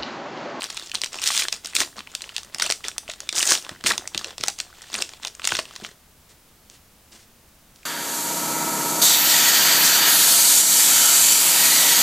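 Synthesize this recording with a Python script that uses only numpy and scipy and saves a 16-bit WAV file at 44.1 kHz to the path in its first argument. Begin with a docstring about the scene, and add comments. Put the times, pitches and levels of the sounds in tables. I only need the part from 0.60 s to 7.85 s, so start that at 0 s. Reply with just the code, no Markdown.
"""A foil card wrapper is pulled open by hand, close to the microphone in a small room.
The foil rubs, crackles and flexes, creases snap over, and the glued seam gives way in four short rips.
Air in the pouch pops and fingers bump the pack. Then the cards slide out and tick faintly
against each other over a quiet room rumble."""
import sys
import numpy as np
from scipy import signal
from scipy.fft import rfft, irfft
from scipy.io import wavfile
from scipy.ndimage import uniform_filter1d

SR = 44100
rng = np.random.default_rng(int(sys.argv[2]) if len(sys.argv) > 2 else 0)


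def to_wav(s):
    """Save 16-bit WAV."""
    ch = np.atleast_2d(s).T  # columns
    pcm = np.round(np.clip(ch, -1, 1) * 32767)  # PCM
    wavfile.write(sys.argv[1], SR, pcm.astype(np.int16))


N = 319857
TIME = np.arange(N) / SR
LET_GO_S, CUTOFF_HZ = 5.32, 16000


# Tone of the foil as it crackles, is rubbed and flexes: pitch_hz, level_db
CRACKLE_TONE = [(600, -1.5), (1400, 7), (2300, -4.5), (3400, -0.5), (6300, 1), (9000, -2), (11000, -5.5),
                (13000, -12), (14500, -3), (16000, -20)]
RUB_TONE = [(300, -12), (700, -14), (1400, -2), (2000, -1.5), (3400, 4), (5200, -2), (8500, -4.5),
            (11000, -23), (16000, -31)]
FLEX_TONE = [(60, -32), (200, -5), (380, -2), (700, -2), (1200, 0.5), (1900, 3), (2700, -18.5),
             (6000, -61.5)]

def wrapper(foil_db, sheet_db, buckle_db=-37.5):
    """Light handling only rubs the foil; a harder pull buckles tiny creases, until the seam rips."""
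    rip, ripping = seam()
    creases = random_clicks(per_s=900 * from_db(0.5 * (foil_db + 39.5)), spread_db=6.5, clump_db=3)
    friction = random_clicks(per_s=4600, spread_db=3.5, clump_db=4)
    crackle = ring_patches(creases, low_hz=1820, high_hz=9300, q=14.7, direct=0.077)
    crackle = from_db(-2.5) * steady(shape_tone(crackle, CRACKLE_TONE), span_s=0.071)
    rub = from_db(-4.5) * shape_tone(friction, RUB_TONE)
    # the same clicks shake the wide panels of the sheet, which sound lower
    flex = ring_patches(creases + 0.24 * friction, low_hz=199, high_hz=2080, q=6.2, direct=0.21)
    flex = steady(shape_tone(flex, FLEX_TONE), span_s=0.23)
    crackle_share = 1 / (1 + from_db(buckle_db - foil_db))
    handling = np.sqrt(crackle_share) * crackle + np.sqrt(1 - crackle_share) * rub
    treble = (1 - ripping) * handling + from_db(0.5) * rip
    return from_db(foil_db) * treble + from_db(sheet_db - 2.5) * flex


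# Rips, with relative levels: start_s, end_s, strip_hz, first_surge_db, last_surge_db, sheet_db
RIPS = [(0.623, 0.85, 3220, -21.5, -22.5, -46), (1.153, 1.233, 3900, -22.5, -21.5, -36),
        (2.755, 2.958, 6100, -20.5, -16.5, -36.5), (3.257, 3.323, 2270, -16.5, -21, -30.5)]
# Tone of the tearing seam: pitch_hz, level_db
RIP_TONE = [(600, -21), (1400, -4.5), (2300, -6.5), (4000, -2.5), (6400, -1), (9200, 0), (11000, -11.5),
            (13000, -14), (14500, 0), (16000, -31)]

def seam():
    """Glue parts in dense clicks that ring the taut strip. Returns the sound and a 0-1 on/off curve."""
    fibres = random_clicks(per_s=5000, spread_db=5, clump_db=6.5)
    tearing = shape_tone(ring_patches(fibres, low_hz=1510, high_hz=9800, q=2, direct=0.23), RIP_TONE)
    sound, ripping = 0, 0
    for start, end, strip_hz, *_ in RIPS:
        gate = uniform_filter1d(1. * ((TIME > start) & (TIME < end)), size=400)
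        strip = 0.58 * resonance(tearing, strip_hz, strip_hz / 3)
        sound += gate * steady(tearing + strip, span_s=0.053)
        ripping += gate
    return sound, np.clip(ripping, 0, 1)


# Fingers squeeze or pull the wrapper, with relative levels: start_s, end_s, foil_db, sheet_db
SQUEEZES = [(0.01, 0.055, -32, -40.5), (0.098, 0.274, -37.5, -52.5), (0.349, 0.354, -28.5, -38),
            (0.418, 0.462, -37, -52), (0.527, 0.619, -34, -43), (0.927, 0.943, -32.5, -53.5),
            (1.048, 1.102, -37, -51), (1.373, 1.387, -37, -41), (1.498, 1.72, -44.5, -55),
            (1.751, 1.792, -38, -53), (1.932, 1.965, -44.5, -45), (1.994, 2.019, -31, -53),
            (2.029, 2.054, -22, -46), (2.097, 2.114, -27.5, -53), (2.249, 2.269, -31, -39.5),
            (2.49, 2.519, -36, -68), (2.612, 2.682, -47, -56), (2.733, 2.755, -35, -39),
            (3.044, 3.131, -43.5, -43), (3.344, 3.452, -49, -44), (3.546, 3.699, -38.5, -42.5),
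            (3.803, 3.829, -37.5, -44.5), (3.849, 3.895, -34.5, -47), (3.992, 4.006, -34.5, -60),
            (4.149, 4.57, -48.5, -57), (4.264, 4.334, -42.5, -50.5), (4.331, 4.422, -29.5, -37.5),
            (4.63, 4.667, -38.5, -47.5), (4.807, 4.83, -48, -56.5), (4.843, 4.99, -27.5, -44.5),
            (5.067, 5.22, -44.5, -53), (5.244, 5.245, -31, -39)]

def hand_effort():
    """Grip, squeezes and rips add up in power. Returns dB curves for crisp foil and flexing sheet."""
    grip = movement(0, LET_GO_S)
    foil, sheet = (grip * from_db(-53)) ** 2, (grip * from_db(-52.5)) ** 2
    for start, end, foil_db, sheet_db in SQUEEZES:
        gain = movement(start, end)
        foil += (gain * from_db(foil_db)) ** 2
        sheet += (gain * from_db(sheet_db)) ** 2
    # a rip surges as the glue breaks, sags as the foil goes slack, and surges as the hand catches up
    first_at, sag_at, last_at = 0.14, 0.36, 0.77  # shares of its length
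    for start, end, _, first_db, last_db, sheet_db in RIPS:
        along = np.clip((TIME - start) / (end - start), 0, 1)
        surges_db = np.interp(along, [0, first_at, sag_at, last_at, 1], [-7.5, 0, -6.5, 0, -7.5])
        gain = movement(start, end) * from_db(surges_db)
        foil += (gain * from_db(np.interp(along, [sag_at, last_at], [first_db, last_db]))) ** 2
        sheet += (gain * from_db(sheet_db + 10.5 * along)) ** 2  # the loosened sheet flaps more
    return 10 * np.log10(foil + 1e-20), 10 * np.log10(sheet + 1e-20)


# Loud creases, later card edges ticking, with relative levels: start_s, snap_db, pitch_hz, panel_db
SNAPS = [(0.02, -19, 3380, -31), (0.0414, -17.5, 4570, -32.5), (0.1009, -23, 4095, -34),
         (0.1745, -19.5, 3690, -32), (0.3163, -20, 3305, -53), (0.3483, -16, 3640, -27),
         (0.3535, -12.5, 4570, -45), (0.4167, -13.5, 4420, -34), (0.4362, -13.5, 2420, -25.5),
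         (0.4441, -15.5, 4760, -47), (0.5305, -26, 6280, -44), (0.675, -8.5, 5220, -27),
         (0.688, -14.5, 3930, -31), (0.7039, -20, 2690, -16.5), (0.7766, -8.5, 4920, -49),
         (0.852, -25, 2812, -21.5), (0.8841, -13.5, 3756, -25.5), (0.926, -11.5, 4980, -31),
         (1.0585, -19.5, 4485, -50), (1.1519, -10.5, 8100, -32), (1.1652, -7.5, 4070, -45),
         (1.204, -8.5, 3986, -21.5), (1.405, -28.5, 2700, -31), (1.551, -14.5, 4500, -35),
         (1.6198, -21, 5000, -51), (1.7647, -13.5, 3700, -39), (1.7812, -19.5, 4230, -29),
         (1.9465, -17.5, 4900, -28.5), (1.9986, -13.5, 3470, -19.5), (2.0225, -8, 4770, -15.5),
         (2.1014, -10.5, 4030, -17.5), (2.1107, -12.5, 5170, -27.5), (2.1226, -10, 4930, -29),
         (2.2834, -14.5, 5524, -29), (2.3813, -14, 6070, -31), (2.6041, -21.5, 5380, -33.5),
         (2.6908, -11.5, 3470, -47), (2.727, -18, 4300, -28.5), (2.7807, -12, 4950, -37),
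         (2.8282, -7.5, 4720, -18), (2.9202, -7.5, 5430, -14), (3.0923, -22.5, 4150, -24),
         (3.2397, -21.5, 5450, -23.5), (3.3071, -20, 4285, -18), (3.3196, -13.5, 4200, -24),
         (3.379, -12.5, 4740, -27), (3.4754, -18, 5180, -39.5), (3.5468, -15.5, 2920, -24.5),
         (3.5772, -11.5, 4260, -43.5), (3.6446, -17.5, 3590, -31.5), (3.7812, -22, 4290, -31),
         (3.837, -11, 4500, -17.5), (3.874, -22, 5140, -32.5), (3.883, -8, 5330, -24),
         (4.0015, -13.5, 4300, -30), (4.3418, -15, 5320, -29.5), (4.4221, -10, 4086, -39),
         (4.6493, -16, 3120, -26.5), (4.6731, -22, 3970, -48), (4.796, -28, 2520, -28.5),
         (4.8183, -28, 3140, -36), (4.8524, -12.5, 4150, -42), (4.8739, -8, 6300, -21),
         (4.9209, -15, 2298, -12.5), (4.952, -13.5, 2685, -22), (4.99, -13.5, 2418, -16.5),
         (5.162, -24.5, 4096, -35.5), (5.248, -22.5, 2560, -29), (6.0992, -34.5, 5790, -69),
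         (7.16, -41, 5230, -63), (7.2313, -39.5, 2250, -53)]
# Tone of a snap: pitch_hz, level_db
SNAP_TONE = [(500, -22), (1300, -6), (2500, 2.5), (4500, -2.5), (6500, 0), (8800, -0.5), (11000, -9.5),
             (13000, -13), (14500, -7.5), (16000, -24)]

def snaps(rows, chatter_s=0.0018, flutter_s=0.0019, size=1024, max_rows=400):
    """A crease flips over: its click rings a small patch of foil and pops the panel around it."""
    out, t = np.zeros(N), TIME[:size]
    bright, dull = tone_filter(SNAP_TONE)[:size], tone_filter(FLEX_TONE)[:size]
    one_ms = np.sqrt(SR / 1000 / size)  # levels count as if all the energy fell in 1 ms
    panels_hz = 1015 * 2 ** (0.39 * rng.standard_normal(max_rows))
    noises = rng.standard_normal((max_rows, 2, size))
    for (start, snap_db, hz, panel_db), panel_hz, (chatter, flutter) in zip(rows, panels_hz, noises):
        click = smear((t == 0) + 0.16 * chatter * np.exp(-t / chatter_s), hz, hz / 2)
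        edge = 0.14 * (hz / 4200) ** 2  # small, stiff patches snap with a harder edge
        patch = resonance(click, hz, hz / 2.32) + edge * click
        crack = from_db(snap_db - 0.5) * unit_level(signal.fftconvolve(patch, bright)[:size])
        jolt = (t == 0) + 0.22 * flutter * np.exp(-t / flutter_s)
        panel = resonance(jolt, panel_hz, panel_hz / 1.5) + 0.45 * jolt
        pop = from_db(panel_db) * unit_level(signal.fftconvolve(panel, dull)[:size])
        add(out, start, one_ms * (crack + pop))
    return out


def small_snap_rows(foil_db, usual_per_s=13, spread_db=2.5, count=330):
    """Random rows like SNAPS: small creases snap louder and more often as the foil is worked harder."""
    when, chance = rng.random((2, count))
    strength, pitch, panel = rng.standard_normal((3, count))
    start_s = (np.arange(count) + when) / count * LET_GO_S
    strain_db = 0.55 * (np.interp(start_s, TIME, foil_db) - np.median(foil_db[TIME < LET_GO_S]))
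    snap_db = -28 + strain_db + spread_db * strength
    pitch_hz = 3820 * 2 ** (0.44 * pitch)
    panel_db = -40 + strain_db + spread_db * panel
    happens = chance < usual_per_s * from_db(strain_db) * LET_GO_S / count
    return np.column_stack([start_s, snap_db, pitch_hz, panel_db])[happens].tolist()


# Hollow pops of the air in the wrapper: start_s, level_db, pitch_hz
AIR_POPS = [(2.049, -30.5, 604), (2.491, -27.5, 637), (3.883, -22, 804), (4.99, -20, 642)]

def air_pops(decay_s=0.0054):
    """Air in the half-open pouch rings for a few cycles."""
    out, t = np.zeros(N), TIME[:4000]
    for start, level_db, hz in AIR_POPS:
        add(out, start, from_db(level_db) * np.sin(2 * np.pi * hz * t) * np.exp(-t / decay_s))
    return out


# Fingers bump the pack: start_s, peak_db (before boost_db)
BUMPS = [(0.337, -51), (1.195, -42), (1.384, -46), (1.947, -44), (2.775, -46), (2.9, -51), (3.113, -38),
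         (3.244, -32), (3.287, -35.5), (3.389, -44.5), (3.549, -34.5), (3.801, -40.5), (4.924, -35.5),
         (4.987, -44), (5.222, -37.5)]

def finger_bumps(decay_s=0.0105, boost_db=4.5):
    """Soft fingers knock on the pack, each a dull burst of low noise."""
    out, t = np.zeros(N), TIME[:6000]
    low_band = signal.butter(2, [65, 318], "band", fs=SR, output="sos")
    for start, peak_db in BUMPS:
        thud = signal.sosfilt(low_band, rng.standard_normal(len(t)) * np.exp(-t / decay_s))
        add(out, start, from_db(peak_db + boost_db) * thud / np.abs(thud).max())
    return out


# Cards slide over each other: start_s, end_s, level_db
SLIDES = [(5.699, 5.702, -51.5), (6.112, 6.158, -53.5), (6.525, 6.563, -48.5), (6.598, 6.63, -56),
          (7.16, 7.24, -60.5)]
# Tone of a sliding card: pitch_hz, level_db
CARD_TONE = [(100, -6), (300, 2), (900, -8), (2000, -2), (4000, -1.5), (6500, -1), (9000, -4.5),
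             (11500, -19), (16000, -25)]

def cards():
    """Card rubs on card with a fine, dry grain."""
    gain = sum(from_db(level_db) * movement(start, end) for start, end, level_db in SLIDES)
    return gain * shape_tone(random_clicks(per_s=6000, spread_db=0.5, clump_db=4), CARD_TONE)


# Echoes from nearby surfaces: delay_s, level_db
ECHOES = [(0.0029, -24), (0.0054, -35), (0.0083, -31)]
# Time the room takes to fade by 60 dB: pitch_hz, fade_s
ROOM_FADE = [(200, 0.41), (1000, 0.12), (5000, 0.18), (14000, 0.38)]

def room(x, tail_db=-12.5):
    """Table and wall echo at once, then a short blurred tail fades, each band at its own speed."""
    t = TIME[:SR // 2]
    edges_hz = np.geomspace(100, CUTOFF_HZ, 9)
    tail = 0
    for low, high in zip(edges_hz, edges_hz[1:]):
        band = signal.butter(2, [low, high], "band", fs=SR, output="sos")
        noise = signal.sosfilt(band, rng.standard_normal(len(t)))
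        tail += noise * from_db(-60 * t / at_hz(ROOM_FADE, np.sqrt(low * high)))
    echoes = from_db(tail_db) * unit_level(tail * np.minimum(t / 0.0035, 1)) / np.sqrt(len(t))
    for delay_s, level_db in ECHOES:
        echoes[round(delay_s * SR)] += from_db(level_db)
    return x + signal.oaconvolve(x, echoes)[:N]


# Tone of the quiet room: pitch_hz, level_db
RUMBLE_TONE = [(20, -2.5), (65, -0.5), (110, -4), (220, -6.5), (350, -12), (800, -13.5), (1200, -15.5),
               (2000, -18.5), (5000, -20), (15000, -23)]

def room_rumble():
    """Low, steady indoor rumble."""
    return from_db(-54.5) * shape_tone(rng.standard_normal(N), RUMBLE_TONE)


def movement(start, end, swell_s=0.015, fade_db_per_s=355):
    """Gain of one hand movement: it swells up to its start, holds, and dies away after its end."""
    swell = np.clip(1 + (TIME - start) / swell_s, 0, 1)
    return swell * from_db(-np.clip(fade_db_per_s * (TIME - end), 0, 200))


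def random_clicks(per_s, spread_db, clump_db):
    """Tiny slips click in clumps, many small and a few large."""
    happens = rng.random(N) < per_s * from_db(clump_db * drift(130)) / SR
    strength = from_db(spread_db * np.minimum(rng.exponential(1, N), 4))
    return happens * strength * rng.choice([-1, 1], N)


def ring_patches(clicks, low_hz, high_hz, q, direct, count=24):
    """Each click rings one of many flat patches of foil; a higher q rings longer."""
    # the strain moves from patch to patch as the sheet folds
    place = 0.7 * rng.random(N) + 0.15 * rng.standard_normal(N) + 0.15 + 0.17 * drift(35)
    patch = np.floor(place * count).astype(int) % count
    pitches = np.geomspace(low_hz, high_hz, count) * np.exp(0.03 * rng.standard_normal(count))
    ringing = sum(resonance(clicks * (patch == k), hz, hz / q) for k, hz in enumerate(pitches))
    return direct * clicks + ringing


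def smear(x, hz, width_hz):
    """Bending waves travel at unequal speeds, which draws a click out into a few swings."""
    r = np.exp(-np.pi * width_hz / SR)
    poles = [1, -2 * r * np.cos(2 * np.pi * hz / SR), r * r]
    return signal.lfilter(poles[::-1], poles, x)


def resonance(x, hz, width_hz):
    """Ring at one pitch, with a gain of 1 there."""
    r = np.exp(-np.pi * width_hz / SR)
    poles = [1, -2 * r * np.cos(2 * np.pi * hz / SR), r * r]
    return signal.lfilter(np.array([1, 0, -1]) * (1 - r * r) / 2, poles, x + 1e-18)


def tone_filter(tone, size=2048):
    """Turn a tone table into a filter that answers as early as it can (minimum phase)."""
    cepstrum = irfft(np.log(from_db(at_hz(tone, np.fft.rfftfreq(size, 1 / SR)))))
    cepstrum[1:size // 2] *= 2
    cepstrum[size // 2 + 1:] = 0
    return irfft(np.exp(rfft(cepstrum)))


def shape_tone(x, tone):
    """Filter by a tone table and set the level to 1."""
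    return unit_level(signal.oaconvolve(x, tone_filter(tone))[:N])


def steady(x, span_s):
    """Hold the short-term level at 1, keeping the grain."""
    size = int(span_s * SR / 2)
    power = uniform_filter1d(uniform_filter1d(x * x, size), size)
    return x / np.sqrt(np.abs(power) + 1e-6)


def drift(steps_per_s):
    """A randomly wandering curve."""
    return np.interp(TIME * steps_per_s, np.arange(N), rng.standard_normal(N))


def at_hz(table, hz):
    """Read between a table's rows, spacing octaves evenly."""
    pitches, values = np.transpose(table)
    return np.interp(np.log(np.maximum(hz, 1)), np.log(pitches), values)


def from_db(db):
    """Decibels to gain."""
    return 10 ** (np.asarray(db) / 20)


def unit_level(x):
    """Scale to an average (rms) level of 1."""
    return x / np.sqrt(np.mean(x ** 2) + 1e-20)


def add(track, start_s, sound):
    """Lay a short sound into a track."""
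    start = round(start_s * SR)
    track[start:start + len(sound)] += sound[:N - start]


def scene():
    """Wrapper, fingers and cards in the room; one microphone feeds both channels."""
    foil_db, sheet_db = hand_effort()
    foil = wrapper(foil_db, sheet_db)
    hands = finger_bumps() + cards()
    creases = snaps(SNAPS + small_snap_rows(foil_db))
    mono = room(foil + creases + air_pops() + hands) + room_rumble()
    return np.tile(mono, (2, 1))


def record(dry):
    """Each channel adds its own hiss, peaks past full scale are clipped and the top treble is cut."""
    hiss = from_db(-60) * rng.standard_normal(dry.shape)
    treble_cut = signal.ellip(10, 0.1, 80, CUTOFF_HZ, fs=SR, output="sos")
    return signal.sosfilt(treble_cut, np.clip(dry + hiss, -1, 1))


dry = scene()
out = record(dry)
to_wav(out)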